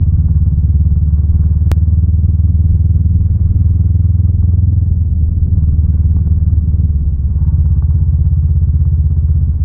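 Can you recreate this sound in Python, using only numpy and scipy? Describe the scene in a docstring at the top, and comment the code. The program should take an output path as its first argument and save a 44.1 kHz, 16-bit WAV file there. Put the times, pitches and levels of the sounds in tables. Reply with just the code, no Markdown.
"""A twin-cylinder motorcycle throbs along a gravel forest track, muffled as by a microphone on the rider's chest.
Two gulps of air a cycle ring airbox and intake pipe; closing valves add rasp. Roll-offs of the throttle soften them.
Filtered noise makes wind rumble, engine clatter, a buzzing panel and, with stones ringing the bodywork, tyre crunch.
Short pushes through resonances make the knocks; one decaying step makes a sharp click."""
import sys
import numpy as np
from scipy import signal
from scipy.fft import rfft, irfft, next_fast_len
from scipy.io import wavfile
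from scipy.ndimage import uniform_filter1d, minimum_filter1d

SR = 44100
rng = np.random.default_rng(int(sys.argv[2]) if len(sys.argv) > 2 else 0)


def store_wav(level_fs):
    """Save 16-bit WAV to argv[1]."""
    pcm = np.round(np.clip(np.atleast_2d(level_fs), -1, 1) * 32767)
    wavfile.write(sys.argv[1], SR, pcm.T.astype(np.int16))


N = 425124
TIME = np.arange(N) / SR
CRUISE_CYCLES_PER_S = 18  # four-stroke cycles
SECOND_LAG_CYCLES = .226  # between the two cylinders' intakes


def from_db(db):
    """Decibels to amplitude gain."""
    return 10 ** (np.asarray(db) / 20)


def rms_one(x):
    """Scale to unit rms."""
    return x / np.sqrt(np.mean(x ** 2) + 1e-20)


def evened(x):
    """Hold the rms near one over a few engine cycles, keeping the throb inside each."""
    power = uniform_filter1d(x ** 2, size=SR // 9)
    power = uniform_filter1d(power, size=SR // 6)
    return x / np.sqrt(np.maximum(power, 1e-20))


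def in_time(rows):
    """Interpolate (time, value) rows to one value per sample."""
    s, value = np.transpose(rows)
    return np.interp(TIME, s, value)


def low_pass(x, hz, order=2):
    """Butterworth low-pass."""
    sos = signal.butter(order, min(hz, .45 * SR), fs=SR, output="sos")
    return signal.sosfilt(sos, x + 1e-18)


def drift(rate_hz):
    """Low-passed noise of unit rms, drawn every 40 samples and interpolated."""
    step = np.arange(0, N + SR, 40)
    smooth = signal.butter(2, rate_hz, fs=SR / step[1], output="sos")
    wander = rms_one(signal.sosfilt(smooth, rng.standard_normal(len(step))))
    return np.interp(np.arange(N) + SR, step, wander)  # skip the filter's first second


def resonance(x, hz, width_hz):
    """Two-pole resonance with about unit gain at its peak."""
    r = np.exp(-np.pi * width_hz / SR)
    zeros = np.array([1, 0, -1]) * (1 - r * r) / 2
    poles = [1, -2 * r * np.cos(2 * np.pi * hz / SR), r * r]
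    return signal.lfilter(zeros, poles, x + 1e-18)


def coloured(x, spectrum):
    """Shape x by a spectrum that falls away above its last point; unit rms."""
    size = next_fast_len(N)
    hz = np.maximum(np.arange(size // 2 + 1) * SR / size, 1)
    points_hz, db = np.transpose(spectrum)
    gain = from_db(np.interp(np.log(hz), np.log(points_hz), db))
    gain = gain / (1 + (hz / points_hz[-1]) ** 4)
    return rms_one(irfft(rfft(x, size) * gain, size)[:N])


def engine_db(law, cycles_per_s, throttle):
    """The level of an engine sound follows revs and throttle."""
    cruise_db, per_cycle_db, shut_db = law
    return cruise_db + per_cycle_db * (cycles_per_s - CRUISE_CYCLES_PER_S) + shut_db * (1 - throttle)


def valve_shut(turn, at_cycles, width_cycles):
    """A Gaussian bump at one point of each cycle, about an intake valve's closing."""
    offset = (turn - at_cycles + .5) % 1 - .5
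    return np.exp(-(offset / width_cycles) ** 2)


def bodywork(blows):
    """Tank, mudguards and fairing ring with damped modes of alternating sign."""
    # modes: f/Hz, level/dB, t60/s
    body_modes = [(380, -5, 0.021), (520, -6.5, .02), (680, -5, 0.041), (874, -1, 0.031),
                  (1155, -0.5, 0.032), (1460, -7.5, 0.047), (1770, -16.5, 0.01)]
    out = np.zeros(N)
    for k, (hz, db, t60_s) in enumerate(body_modes):
        r = from_db(-60 / (t60_s * SR))
        w = 2 * np.pi * hz / SR
        ring = signal.lfilter([0, np.sin(w)], [1, -2 * r * np.cos(w), r * r], blows + 1e-18)
        out += (-1) ** k * from_db(db) * ring
    return out


def hiss():
    """Very faint white noise."""
    return from_db(-100) * rng.standard_normal(N)


def wind(lumpy_db=1.62):
    """Air buffets the rider's jacket: low noise of fluctuating level."""
    # wind spectrum shape: f/Hz, relative level/dB
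    wind_spectrum = [(12, -23.5), (22, -7.5), (33, -4), (55, -6), (90, -4.5), (130, -9.5), (180, -14),
                     (250, -25), (350, -35), (600, -51.5)]
    # wind strength: t/s, relative level/dB
    buffeting = [(0, -27.5), (2.3, -30), (3.5, -25.5), (4.2, -33), (5.2, -25), (6.9, -26.5), (7.7, -29.5),
                 (9.2, -33), (9.6, -28)]
    level_db = in_time(buffeting) + 7.0 + lumpy_db * drift(6.7)
    return from_db(level_db) * coloured(rng.standard_normal(N), wind_spectrum)


def tyres(stones_per_s=900, spread_db=4.0, patchy_db=2.5):
    """Grit crunches under the tyres as noise; thrown stones, random impulses, ring the bodywork."""
    # crunch spectrum shape: f/Hz, relative level/dB
    crunch_spectrum = [(400, -12), (650, -0.5), (850, 0), (1150, 0), (1330, -4.5), (1500, -4.5),
                       (1800, -11), (2200, -17.5), (2800, -23.5), (4000, -37)]
    # coarseness of the track: t/s, relative level/dB
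    gravel = [(0, -57), (.9, -60.5), (1.45, -56), (2.1, -61.5), (3.1, -61.5), (3.55, -58.8), (4.8, -62.2),
              (5.2, -67), (5.6, -60), (6.3, -58.5), (7.2, -62), (7.45, -57.5), (9.64, -60.5)]
    sizes = from_db(spread_db * np.minimum(rng.exponential(1, N), 4)) * rng.choice([-1, 1], N)
    stones = sizes * (rng.random(N) < stones_per_s / SR)
    grit = coloured(rng.standard_normal(N), crunch_spectrum)
    ringing = coloured(bodywork(stones), crunch_spectrum)
    level_db = in_time(gravel) + patchy_db * drift(59)
    return from_db(level_db) * (from_db(-1.0) * grit + from_db(-4.5) * ringing)


def knocks(crack_share=1.3, thud_share=1.8):
    """Bumps and larger stones crack, thud through the frame and ring the bodywork; softer contact is duller."""
    # pushes from stones and bumps: t/s, relative level/dB, corner f/Hz
    contacts = [(.282, -34.5, 900), (1.18, -37, 1296), (1.343, -33, 700), (1.359, -30, 596),
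                (1.41, -29, 450), (4.425, -33.5, 1010), (5.286, -12, 140), (6.012, -34, 500),
                (6.165, -14, 280), (6.186, -28.5, 500), (6.272, -13, 270), (7.388, -38.5, 1200),
                (7.568, -39, 1180), (7.822, -26.5, 1570), (7.908, -33, 1217), (8.851, -37, 1320),
                (9.537, -42, 1022)]
    blows = np.zeros(N)
    age_s = np.arange(SR // 100) / SR
    for s, db, hz in contacts:
        push = age_s * np.exp(-2 * np.pi * hz * age_s)
        at = round(s * SR)
        blows[at:at + len(push)] += from_db(db) * push / push.sum()
    crack = resonance(blows, hz=700, width_hz=1300) * SR / (2 * np.pi * 1200)
    thud = resonance(blows, hz=240, width_hz=70) * SR / (2 * np.pi * 70)
    mix = bodywork(blows) + crack_share * crack + thud_share * low_pass(thud, hz=450)
    return from_db(-3.5) * low_pass(mix, hz=1900, order=4)


def click(at_s=1.7165, level_db=-3, decay_s=.0018):
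    """One sharp, dry click: a sudden step with exponential decay."""
    age_s = TIME - at_s
    return from_db(level_db) * (age_s >= 0) * np.exp(-np.abs(age_s) / decay_s)


def panel_buzz(cycles_per_s, flutter_db=4.0):
    """A loose panel chatters on two modes: faintly, more at low revs, and shaken hard once."""
    shake_s, attack_s, shake_db, fade_db_per_s = 7.28, .16, -53.5, 13.5
    rest_db, rest_db_per_cycle = -73, -3.5
    chatter = rng.standard_normal(N) * from_db(flutter_db * drift(30))
    modes = resonance(chatter, hz=913, width_hz=74) + .5 * resonance(chatter, hz=1080, width_hz=64)
    age_s = np.maximum(TIME - shake_s, 0)
    fade_db = fade_db_per_s * np.maximum(age_s - attack_s, 0)
    shaken = np.minimum(age_s / attack_s, 1) * from_db(shake_db - fade_db)
    resting = from_db(rest_db + rest_db_per_cycle * (cycles_per_s - CRUISE_CYCLES_PER_S))
    return np.hypot(shaken, resting) * rms_one(low_pass(modes, hz=1400, order=4))


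def clatter(turn, throttle, cycles_per_s, shut_gain=.9):
    """Mechanical rattle: noise that flares each cycle about the valve's closing under load."""
    # rattle spectrum shape: f/Hz, relative level/dB
    rattle_spectrum = [(150, -12), (220, 4), (300, -2.5), (400, -5), (520, -12), (680, -17), (900, -27.5),
                       (1400, -34.5)]
    # level law: loaded cruise level/dB, slope/dB per cycle/s, shut-throttle change/dB
    clatter_law = (-42.5, 0.34, -1.5)
    flare = 1 + shut_gain * throttle * valve_shut(turn, at_cycles=.23, width_cycles=.15)
    rattle = coloured(rng.standard_normal(N), rattle_spectrum) * flare * from_db(1.4 * drift(8.7))
    return from_db(engine_db(clatter_law, cycles_per_s, throttle)) * evened(rattle)


def rasp(turn, throttle, cycles_per_s, second_share=.5):
    """The closing valves ring the upper pipe modes: a hard edge that grows with revs and load."""
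    # level law: loaded cruise level/dB, slope/dB per cycle/s, shut-throttle change/dB
    rasp_law = (-45.8, 1.8, -13.0)
    first = valve_shut(turn, at_cycles=.15, width_cycles=.012)
    second = valve_shut(turn - SECOND_LAG_CYCLES, at_cycles=.15, width_cycles=.011)
    snap = -first - second_share * second
    modes = resonance(snap, hz=267, width_hz=45)
    modes = modes - .48 * resonance(snap, hz=383, width_hz=45)
    modes = modes + .28 * resonance(snap, hz=520, width_hz=70)
    return from_db(engine_db(rasp_law, cycles_per_s, throttle)) * evened(low_pass(modes, hz=780, order=4))


def throttle_opening():
    """One under load; each roll-off closes the throttle, holds it and opens it again."""
    # roll-offs: start t/s, time until reopening/s, share shut (0-1)
    roll_offs = [(1.021, 0.22, 0.33), (3.08, 0.3, 0.26), (4.8, .57, 1.0), (6.052, 0.58, 0.35),
                 (6.845, .45, 1), (9.382, .4, 0.7)]
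    close_s, reopen_s = .2, .16
    shut = np.zeros(N)
    for s, length_s, share in roll_offs:
        closing = (TIME - s) / close_s
        reopening = 1 - (TIME - s - length_s) / reopen_s
        shut += share * np.clip(np.minimum(closing, reopening), 0, 1)
    return np.clip(1 - shut, 0, 1)


def crank(cycles_per_s, throttle):
    """Cycles turned so far; the crank turns nearly evenly under load and stumbles on a shut throttle."""
    start, wander, stumble = .83, .0018, .012  # cycles
    unsteady = (wander + stumble * (1 - throttle) ** 2) * drift(27)
    return start + np.cumsum(cycles_per_s) / SR + unsteady


def gulps(turn, throttle, open_share=.15, roundness=1.55, coasting_uneven_db=1.0):
    """Air flow past one intake valve: a rounded gulp a cycle, less even in strength on a shut throttle."""
    uneven_db, stretch = .7, .02
    strength, length = rng.standard_normal((256, 2))[turn.astype(int)].T  # one draw per cycle
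    lift = np.clip(turn % 1 / (open_share * (1 + stretch * length)), 0, 1)
    flow = np.maximum(np.sin(np.pi * lift), 0) ** roundness
    return flow * from_db(strength * (uneven_db + coasting_uneven_db * (1 - throttle)))


def intake(turn, throttle, cycles_per_s, second_share=.83):
    """Two gulps, about half a crank turn apart: the airbox booms on, the pipe barks briefly near its tuned revs."""
    # boom level law: loaded cruise level/dB, slope/dB per cycle/s, shut-throttle change/dB
    boom_law = (-10.0, .17, -3.5)
    bark_cycles_per_s, bark_db, bark_fall_db_per_cycle, bark_shut_db = 17.63, .27, 3, -6
    flow = gulps(turn, throttle) + second_share * gulps(turn - SECOND_LAG_CYCLES, throttle)
    airbox = resonance(flow, hz=71.9, width_hz=11.64)
    airbox = airbox - .3 * throttle * resonance(flow, hz=104.0, width_hz=7.7)
    pipe = resonance(flow, hz=143, width_hz=100)
    detuned = np.abs(cycles_per_s - bark_cycles_per_s)
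    pipe_db = bark_db - bark_fall_db_per_cycle * detuned + bark_shut_db * (1 - throttle)
    boom = evened(from_db(pipe_db) * pipe - airbox)
    return from_db(engine_db(boom_law, cycles_per_s, throttle)) * boom


def scene():
    """Revs and throttle drive the engine over wind and track, all muffled; click and hiss stay bright."""
    # engine speed: t/s, four-stroke cycle rate/(cycles/s)
    speed = [(0.0, 17.664), (0.43, 17.806), (2.2, 19.447), (3.37, 19.977), (4.92, 21.054), (5.11, 19.023),
             (5.37, 19.786), (5.67, 19.003), (6.4, 19.028), (6.88, 18.586), (7.06, 16.898), (7.45, 17.502),
             (7.62, 16.539), (8.22, 16.502), (9.64, 16.107)]
    cycles_per_s = in_time(speed)
    throttle = throttle_opening()
    turn = crank(cycles_per_s, throttle)
    track = tyres() + knocks() + panel_buzz(cycles_per_s)
    engine = clatter(turn, throttle, cycles_per_s)
    engine = engine + rasp(turn, throttle, cycles_per_s)
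    engine = engine + intake(turn, throttle, cycles_per_s)
    muffled = low_pass(wind() + track + engine, hz=3640, order=4)
    return (hiss() + click() + muffled)[None]


def record(dry):
    """A look-ahead limiter holds the strongest strokes down, and a steep low-pass cuts the top."""
    limit_db, release_db_per_s, stop_hz = -2.26, 25, 17500
    over_db = np.maximum(20 * np.log10(np.abs(dry[0]) + 1e-9) - limit_db, 0)
    ramp_db = release_db_per_s * TIME
    gain_db = ramp_db - np.maximum.accumulate(over_db + ramp_db)  # instant attack, linear dB release
    gain_db = minimum_filter1d(gain_db, size=SR // 50)  # look ahead
    gain_db = uniform_filter1d(uniform_filter1d(gain_db, size=SR // 100), size=SR // 100)
    top_cut = signal.cheby2(12, 70, stop_hz, fs=SR, output="sos")
    return signal.sosfilt(top_cut, dry * from_db(gain_db))


dry = scene()
out = record(dry)
store_wav(out)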